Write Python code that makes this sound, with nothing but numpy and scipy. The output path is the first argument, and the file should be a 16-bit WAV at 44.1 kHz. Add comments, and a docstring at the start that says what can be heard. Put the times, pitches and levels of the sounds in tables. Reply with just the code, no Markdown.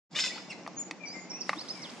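"""Over a low, distant rumble at a forest edge, a bird lets out one harsh screech from its ringing
throat, then a squeak and a slur. From 0.66 s a pigeon close by pecks at seed, its beak knocking on
gritty paving, while a tiny bird ticks and a high "seep" sounds. From 1 s a far whistler and a small
songbird follow, and a faint hiss opens just before the hardest peck at 1.5 s. The trees echo the calls."""
import sys
import numpy as np
from scipy import signal
from scipy.fft import rfft, irfft
from scipy.io import wavfile
from scipy.ndimage import uniform_filter1d

SR = 44100
rng = np.random.default_rng(int(sys.argv[2]) if len(sys.argv) > 2 else 0)


def persist_wave(psi):
    """Save psi, clipped to +-1, as 16-bit WAV."""
    counts = np.round(np.clip(psi, -1, 1) * 32767).astype(np.int16)
    wavfile.write(sys.argv[1], SR, np.atleast_2d(counts).T)


N = 88200
TIME_S, BINS_HZ = np.arange(N) / SR, np.fft.rfftfreq(N, 1 / SR)

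# Modes of the dead knock on paving and the beak tip's snap. Each row: frequency in Hz, gain in dB, T60 in s.
KNOCK_MODES = [(670, -3, .022), (900, -2, .014), (1200, 1, .03), (1930, -8, .014), (2180, -6, .016),
               (2570, -8, .017)]
SNAP_MODES = [(3565, -2, 0.014), (4370, -4.5, 0.022), (4700, -0.5, 0.013), (5660, -3.5, 0.0097),
              (6640, -7, 0.01)]
# Crushed grit. Each row: frequency in Hz, gain in dB.
GRIT_SPECTRUM = [(100, -32.5), (300, -15), (600, 6), (1250, 0.5), (1600, -9), (1950, 7), (2550, 1),
                 (3100, -8), (4200, -3.5), (7000, -7.5), (10000, -11.5), (14000, -51)]
# Beak strikes. Each row: start in seconds, level in dB, knock centre in Hz, snap gain in dB,
# grit gain in dB, grit cutoff in Hz, tick gain in dB, second catch gain in dB.
BEAK_STRIKES = [(0.6642, -37, 1770, -17, 0, 2130, -24, -14.5), (.6760, -27, 755, -14, -31, 4900, -12, -33),
                (0.9104, -27.5, 2360, -7, -9, 6600, -20.5, -12),
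                (1.4930, -20, 1290, -14.5, -2, 3540, -10, -12),
                (1.5309, -27.5, 1290, -26, -1.5, 2140, -30, 0)]

def pigeon():
    """The beak hits paving: a knock and a snap that catch twice, with a tick and a crunch of grit."""
    contact_s, catch_s, knock_octaves = 0.00031, 0.00275, 0.55
    out, t = np.zeros(N), TIME_S[:4096]
    mode_hz = np.array(KNOCK_MODES)[:, 0]
    grit_decay = np.exp(-t / 0.004) + amp(-12) * np.exp(-t / 0.012)
    for start, db, centre_hz, snap_db, grit_db, cutoff_hz, tick_db, catch_db in BEAK_STRIKES:
        weights = np.exp(-0.5 * (np.log2(mode_hz / centre_hz) / knock_octaves) ** 2)
        blow = weights @ ring(KNOCK_MODES, t) + amp(snap_db) * ring(SNAP_MODES, t).sum(0)
        grit = unit(colour(rng.standard_normal(len(t)), GRIT_SPECTRUM)) * grit_decay
        crunch = amp(grit_db) * lowpass(grit, cutoff_hz)
        tick = amp(tick_db) * lowpass(rng.standard_normal(len(t)), 10000, order=7) * np.exp(-t / 0.00073)
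        contact = amp(db) * np.minimum(t / contact_s, 1)
        add(out, start, contact * (blow + crunch + tick))
        add(out, start + catch_s, contact * amp(catch_db) * blow)
    out = signal.sosfilt(signal.butter(2, 200, "high", fs=SR, output="sos"), out)
    return out + amp(-19.5) * tree_echo(out, coherence=1) + amp(-16) * scatter(out, decay_s=0.006)


# Screech contour. Each row: time in seconds, level in dB, pitch in Hz, low-band gain in dB.
SCREECH_CURVE = [(0.11, -56.5, 557.8, -22), (0.143, -57.5, 559.3, 7), (.150, -47.5, 572.4, 12.5),
                 (0.166, -33, 589.7, 5.5), (0.183, -31, 617.4, -2), (0.192, -30.5, 501.9, 8.5),
                 (0.209, -28, 513.6, -11.5), (0.221, -33.5, 520.3, -12.5), (0.241, -32.5, 513.6, 6),
                 (0.256, -29, 507.5, -2.5), (0.268, -32.5, 497, 0), (0.28, -35.5, 508, -20),
                 (0.329, -53.5, 506, -17)]
# Throat response. 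Each row: frequency in Hz, gain in dB.
THROAT_SPECTRUM = [(300, -58), (600, -10), (1050, -6), (1700, -2.5), (2050, 4), (3000, -2), (3550, 0.5),
                   (4200, 0.5), (5100, 3), (5700, -4.5), (7200, -1.5), (8200, -14), (10000, -26.5),
                   (13000, -51)]
# Narrow throat resonances. Each row: frequency in Hz, width in Hz, gain in dB.
THROAT_MODES = [(3520, 160, -10), (5100, 260, -9)]

def screech():
    """Jittering partials, puffs of air and irregular snaps drive a ringing throat."""
    jitter, jitter_hz, breath_share, snaps_per_s, low_band_hz = 0.024, 363, 0.38, 260, 3300
    times, *columns = np.transpose(SCREECH_CURVE)
    db, hz, low_db = (np.interp(TIME_S, times, column) for column in columns)
    cycles = np.cumsum(hz * (1 + jitter * wander(jitter_hz))) / SR
    partials = sum(np.cos(2 * np.pi * (k * cycles + rng.random())) for k in range(1, 20))
    puffs = (0.21 + np.exp(-(cycles % 1) / 0.5)) * rng.standard_normal(N)
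    snaps = rng.uniform(0.5, 1, N) * (rng.random(N) < snaps_per_s / SR)
    drive = unit((1 - breath_share) * unit(partials) + breath_share * unit(puffs)) + amp(-3) * unit(snaps)
    rings = sum(amp(gain_db) * unit(signal.lfilter(*signal.iirpeak(f, f / width, SR), drive))
                for f, width, gain_db in THROAT_MODES)
    throat = unit(colour(drive, THROAT_SPECTRUM)) + rings
    voice = unit(throat * amp(2.8 * wander(jitter_hz)))
    low_band = lowpass(lowpass(voice, low_band_hz, order=4)[::-1], low_band_hz, order=4)[::-1]  # zero phase
    return (voice + (amp(low_db) - 1) * low_band) * amp(db) * gate(times)


# Pure tones in and after the screech.
# Each row: start and length in seconds, first, middle and last pitch in Hz, level in dB.
SCREECH_TONES = [(.154, 0.019, 3480, 3620, 3840, -34), (.158, 0.038, 2800, 2943, 2970, -35.5),
                 (.199, 0.0089, 3520, 3556, 3940, -32.5), (.205, 0.035, 4920, 5180, 5000, -34.5),
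                 (.220, 0.0076, 5240, 4850, 3180, -31), (.273, 0.011, 2940, 2670, 2330, -37.5),
                 (.297, 0.02, 2053, 1950, 2060, -39.5), (.318, 0.02, 2240, 2267, 2200, -42.5),
                 (.335, 0.044, 4430, 4430, 4580, -49.5)]
# Rough squeak, then falling slur. Each row: time in seconds, pitch in Hz, level in dB.
SQUEAK_CURVE = [(.358, 709, -43), (.372, 988, -62), (.381, 1335, -42.5), (.391, 1530, -60.5)]
SLUR_CURVE = [(.495, 2816, -57), (.502, 2835, -44), (.512, 2616, -39.5), (.521, 2167, -45),
              (.535, 1970, -44)]

def screeching_bird():
    """The loud bird straight ahead: screech, pure tones and raspy slurs, echoed by the trees."""
    cry = screech() + whistles(SCREECH_TONES)
    squeak = sweep(SQUEAK_CURVE, rasp=0.13, harmonics=4, step_db=-2)
    slur = sweep(SLUR_CURVE, rasp=0.055, harmonics=3, step_db=-5)
    slurs = lowpass(squeak + slur, 6500, order=3)
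    voice = cry + slurs
    echoes = amp(-7.5) * (scatter(cry, decay_s=0.014) + tree_echo(voice, coherence=0.42))
    echoes += amp(-4.5) * scatter(slurs, decay_s=0.021)
    return place(voice, left_db=0.5, left_lead_us=12) + echoes


# Song notes, and high notes heard only as a blurred echo.
# Each row: start and length in seconds, first, middle and last pitch in Hz, level in dB.
SONG_NOTES = [(1.054, 0.1, 4970, 4762, 5730, -44), (1.054, 0.042, 6220, 5710, 6740, -46),
              (1.297, 0.03, 6300, 5420, 5750, -39.5), (1.326, 0.051, 5380, 5780, 5870, -42.5),
              (1.586, 0.0136, 4920, 5240, 5900, -40.5), (1.684, 0.012, 4490, 5640, 6500, -42)]
BLURRED_NOTES = [(1.11, .03, 6900, 7200, 7250, -60), (1.135, .12, 6950, 6900, 6780, -51)]
# Four song glides, and one piercing "seep". Each row of a curve: time in seconds, pitch in Hz, level in dB.
GLIDE_CURVES = [
    [(1.404, 6250, -48), (1.414, 5500, -30), (1.421, 5000, -39), (1.432, 4400, -52)],
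    [(1.56, 3200, -57), (1.585, 3800, -46), (1.6, 4200, -45), (1.613, 4740, -38), (1.627, 5350, -50)],
    [(1.677, 3100, -58), (1.703, 5000, -37), (1.714, 5200, -34), (1.722, 5200, -50)],
    [(1.815, 6250, -56), (1.831, 5400, -41), (1.846, 3650, -47), (1.859, 3150, -47), (1.874, 2780, -59),
     (1.892, 2750, -61), (1.899, 3700, -42), (1.908, 7800, -57)],
]
SEEP_CURVE = [(.764, 6580, -53), (.776, 6590, -40.5), (.797, 7020, -38), (.819, 6934, -36.5),
              (.831, 6580, -49)]

def songbird():
    """Quick high glides a little to the right; the seep comes from the left."""
    song = whistles(SONG_NOTES, rasp=0.0087) + sum(sweep(curve, rasp=0.0064) for curve in GLIDE_CURVES)
    seep = sweep(SEEP_CURVE, rasp=0.0023)
    blurred = scatter(whistles(BLURRED_NOTES, rasp=0.02), decay_s=0.02)
    direct = place(song, left_db=-3, left_lead_us=-56) + place(seep, left_db=2, left_lead_us=37.4)
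    early = amp(-12) * scatter(song, decay_s=0.015) + amp(-9) * scatter(seep, decay_s=0.06)
    return direct + early + blurred + amp(-6.5) * tree_echo(song, coherence=0.05)


# Far whistles. Each row: start and length in seconds, first, middle and last pitch in Hz, level in dB.
FAR_NOTES = [(.995, 0.049, 2414, 2393, 2345, -56), (1.035, 0.028, 2370, 2306, 2190, -43.5),
             (1.135, 0.07, 2134, 2089, 2154, -49), (1.30, 0.11, 2250, 2537, 2800, -57.5),
             (1.73, 0.14, 2450, 2197, 1898, -56.5)]

def whistler():
    """Soft whistles from far left, about as loud in echo as direct."""
    voice = whistles(FAR_NOTES)
    return place(voice, left_db=11, left_lead_us=72) + amp(0.5) * tree_echo(voice, coherence=0.89)


# Ticking calls. Each row: start in seconds, level in dB.
TICK_CALLS = [(0.634, -48), (0.682, -49), (0.733, -49), (.786, -48), (0.835, -47)]

def ticking_bird():
    """A tiny bird's run of very short falling chips."""
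    length_s, first_hz, last_hz = 0.0025, 6200, 4910
    out, t = np.zeros(N), np.arange(0, length_s, 1 / SR)
    chip = np.sin(np.pi * t / length_s) * signal.chirp(t, first_hz, length_s, last_hz)
    for start, db in TICK_CALLS:
        add(out, start, amp(db) * chip)
    return out


# Low bumps. Each row: start in seconds, level in dB, frequency in Hz.
LOW_BUMPS = [(.125, -45, 170), (.905, -43, 300), (1.556, -37.5, 310), (1.919, -42.5, 223)]

def bumps():
    """Soft, dull swells close to the ground."""
    length_s = 0.031
    out, t = np.zeros(N), np.arange(0, length_s, 1 / SR)
    swell = np.sin(np.pi * t / length_s)
    for start, db, hz in LOW_BUMPS:
        add(out, start, amp(db) * swell * np.sin(2 * np.pi * (hz * t + rng.random())))
    return out


# Rumble and forest air, then extra shaping on the left. Each row: frequency in Hz, gain in dB.
RUMBLE_SPECTRUM = [(25, -46), (55, -22), (100, -16.5), (135, -3), (180, 4), (310, 3.5), (400, -3.5),
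                   (750, -3.5), (1500, -14.5), (2200, -13.5), (3500, -21), (5500, -18.5), (7200, -22),
                   (9000, -48.5), (13500, -85)]
RUMBLE_LEFT_EQ = [(60, -10), (150, -3), (400, .5)]
# Stereo likeness. Each row: frequency in Hz, left-right coherence.
RUMBLE_COHERENCE = [(40, 0.089), (150, 0.64), (500, 0.93), (1500, 0.82), (3000, 0.091), (6000, 0.046)]

def rumble():
    """Distant rumble and forest air, gently swelling, with a wavering low hum."""
    wash_db, rise_db_per_s, hum_hz, hum_db = -48.5, 0.06, 183.2, -59.5
    left, other = rfft(rng.standard_normal((2, N)))
    coherence = lookup(RUMBLE_COHERENCE, BINS_HZ)
    right = coherence * left + np.sqrt(1 - coherence ** 2) * other
    wash = unit(colour(irfft(np.array([left, right]), N), RUMBLE_SPECTRUM))
    wash[0] = colour(wash[0], RUMBLE_LEFT_EQ)
    hum = np.sqrt(2) * np.sin(phase_of(hum_hz * (1 + 0.018 * wander(23.8))))
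    swell_db = rise_db_per_s * (TIME_S - N / SR / 2) + 1.2 * wander(14.6)
    return wash * amp(wash_db + swell_db) + hum * amp(hum_db + 2 * wander(10))


# Hiss envelope. Each row: time in seconds, level in dB.
HISS_CURVE = [(1.3, -88), (1.461, -59.5), (1.478, -53), (1.7, -54.5), (2, -53.5)]
# Hiss colour. Each row: frequency in Hz, gain in dB.
HISS_SPECTRUM = [(150, -36.5), (1000, 5.5), (4000, -1.5), (7000, -5.5), (9000, -9.5), (12300, -27),
                 (13500, -41)]

def hiss():
    """A faint, grainy hiss that opens up around the hardest peck."""
    db = np.interp(TIME_S, *np.transpose(HISS_CURVE))
    noise = rng.standard_normal((2, N)) + rng.standard_normal(N)
    return unit(colour(noise, HISS_SPECTRUM)) * amp(db + 2 * wander(200))


# Forest reverberation. Each row: frequency in Hz, T60 in seconds.
FOREST_T60 = [(300, .4), (2000, 0.66), (5000, 0.68), (9000, 0.7)]

def tree_echo(x, coherence):
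    """Diffuse echoes from trunks and leaves, each band dying at its own speed."""
    build_s = 0.0029
    common, *sides = rng.standard_normal((3, SR))
    noise = np.sqrt(coherence) * common + np.sqrt(1 - coherence) * np.array(sides)
    hz, t, bands = signal.stft(noise, SR, nperseg=256)
    envelope = amp(-60 * t / lookup(FOREST_T60, hz)[:, None]) * (1 - np.exp(-t / build_s))
    return convolve(x, signal.istft(bands * envelope, SR, nperseg=256)[1])


def scatter(x, decay_s):
    """Quick reflections from nearby rocks and leaves, unlike at each microphone."""
    t = TIME_S[:4096]
    return convolve(x, rng.standard_normal((2, len(t))) * np.exp(-t / decay_s))


def whistles(notes, rasp=0):
    """Each note bends through three pitches, swelling and fading; rasp shakes its pitch."""
    out = np.zeros(N)
    waver = 0.0055 * wander(147) + rasp * wander(700)
    flutter_db = 2 * wander(147)
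    for start, length, *pitches_hz, db in notes:
        progress = np.linspace(0, 1, int(length * SR))
        span = np.arange(len(progress)) + int(start * SR)
        hz = np.polyval(np.polyfit([0, 0.5, 1], pitches_hz, 2), progress)
        tone = np.sqrt(2) * np.sin(phase_of(hz * (1 + waver[span])))
        swell = np.sqrt(abs(np.sin(np.pi * progress)))
        add(out, start, amp(db + flutter_db[span]) * swell * tone)
    return out


def sweep(curve, rasp, harmonics=1, step_db=0):
    """One unbroken note along a pitch and level curve; rasp shakes its pitch."""
    times, *columns = np.transpose(curve)
    hz, db = (uniform_filter1d(np.interp(TIME_S, times, column), size=220) for column in columns)
    phase = phase_of(hz * (1 + rasp * wander(860)))
    tone = np.sqrt(2) * sum(amp(step_db * k) * np.sin((k + 1) * phase) for k in range(harmonics))
    return tone * amp(db + 2 * wander(147)) * uniform_filter1d(gate(times), size=130)


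def ring(modes, t):
    """Dying modes of a struck thing, one row each."""
    return np.array([(-1) ** k * amp(db - 60 * t / t60) * np.sin(2 * np.pi * hz * t)
                     for k, (hz, db, t60) in enumerate(modes)])


def place(x, left_db, left_lead_us):
    """Puts a source between the microphones by level and arrival time."""
    half_shift = amp(left_db / 2) * np.exp(1j * np.pi * BINS_HZ * left_lead_us / 1e6)
    return irfft(rfft(x) * np.array([half_shift, 1 / half_shift]), N)


def convolve(x, tail):
    """Applies a stereo tail, scaled to unit energy on the left."""
    return signal.fftconvolve(x[None], tail / np.linalg.norm(tail[0]), axes=1)[:, :N]


def colour(x, spectrum):
    """Filters by a spectrum table."""
    hz = np.fft.rfftfreq(x.shape[-1], 1 / SR)
    return irfft(rfft(x) * amp(lookup(spectrum, hz)), x.shape[-1])


def lookup(table, hz):
    """Interpolates on a log-frequency axis."""
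    table_hz, values = np.transpose(table)
    return np.interp(np.log(hz + 1), np.log(table_hz + 1), values)


def lowpass(x, hz, order=2):
    """Causal low-pass."""
    return signal.sosfilt(signal.butter(order, hz, fs=SR, output="sos"), x)


def wander(hz):
    """Smooth random motion of rms 1, up to the given rate."""
    return unit(lowpass(rng.standard_normal(N), hz))


def phase_of(hz):
    """Running phase in radians."""
    return 2 * np.pi * np.cumsum(hz) / SR


def gate(times):
    """1 between the first and last time, else 0."""
    return 1.0 * (TIME_S > times[0]) * (TIME_S < times[-1])


def add(mix, start_s, sound):
    """Adds a sound into a mono mix."""
    part = mix[round(start_s * SR):][:len(sound)]
    part += sound[:len(part)]


def amp(db):
    """Decibels to gain."""
    return 10 ** (np.asarray(db) / 20)


def unit(x):
    """Scales to rms 1."""
    return x / np.sqrt(np.mean(x ** 2) + 1e-20)


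def scene():
    """All sources together, in stereo."""
    birds = pigeon() + screeching_bird() + songbird() + whistler() + ticking_bird()
    return birds + bumps() + rumble() + hiss()


def record(dry):
    """A quick fade-in from silence, then the band limit."""
    silence_s, fade_s, cutoff_hz = 0.093, 0.032, 14000
    fade = np.clip((TIME_S - silence_s) / fade_s, 0, 1) ** 2
    band_limit = signal.firwin(255, cutoff_hz, window=("kaiser", 9), fs=SR)
    return signal.oaconvolve(dry * fade, band_limit[None], "same")


dry = scene()
out = record(dry)
persist_wave(out)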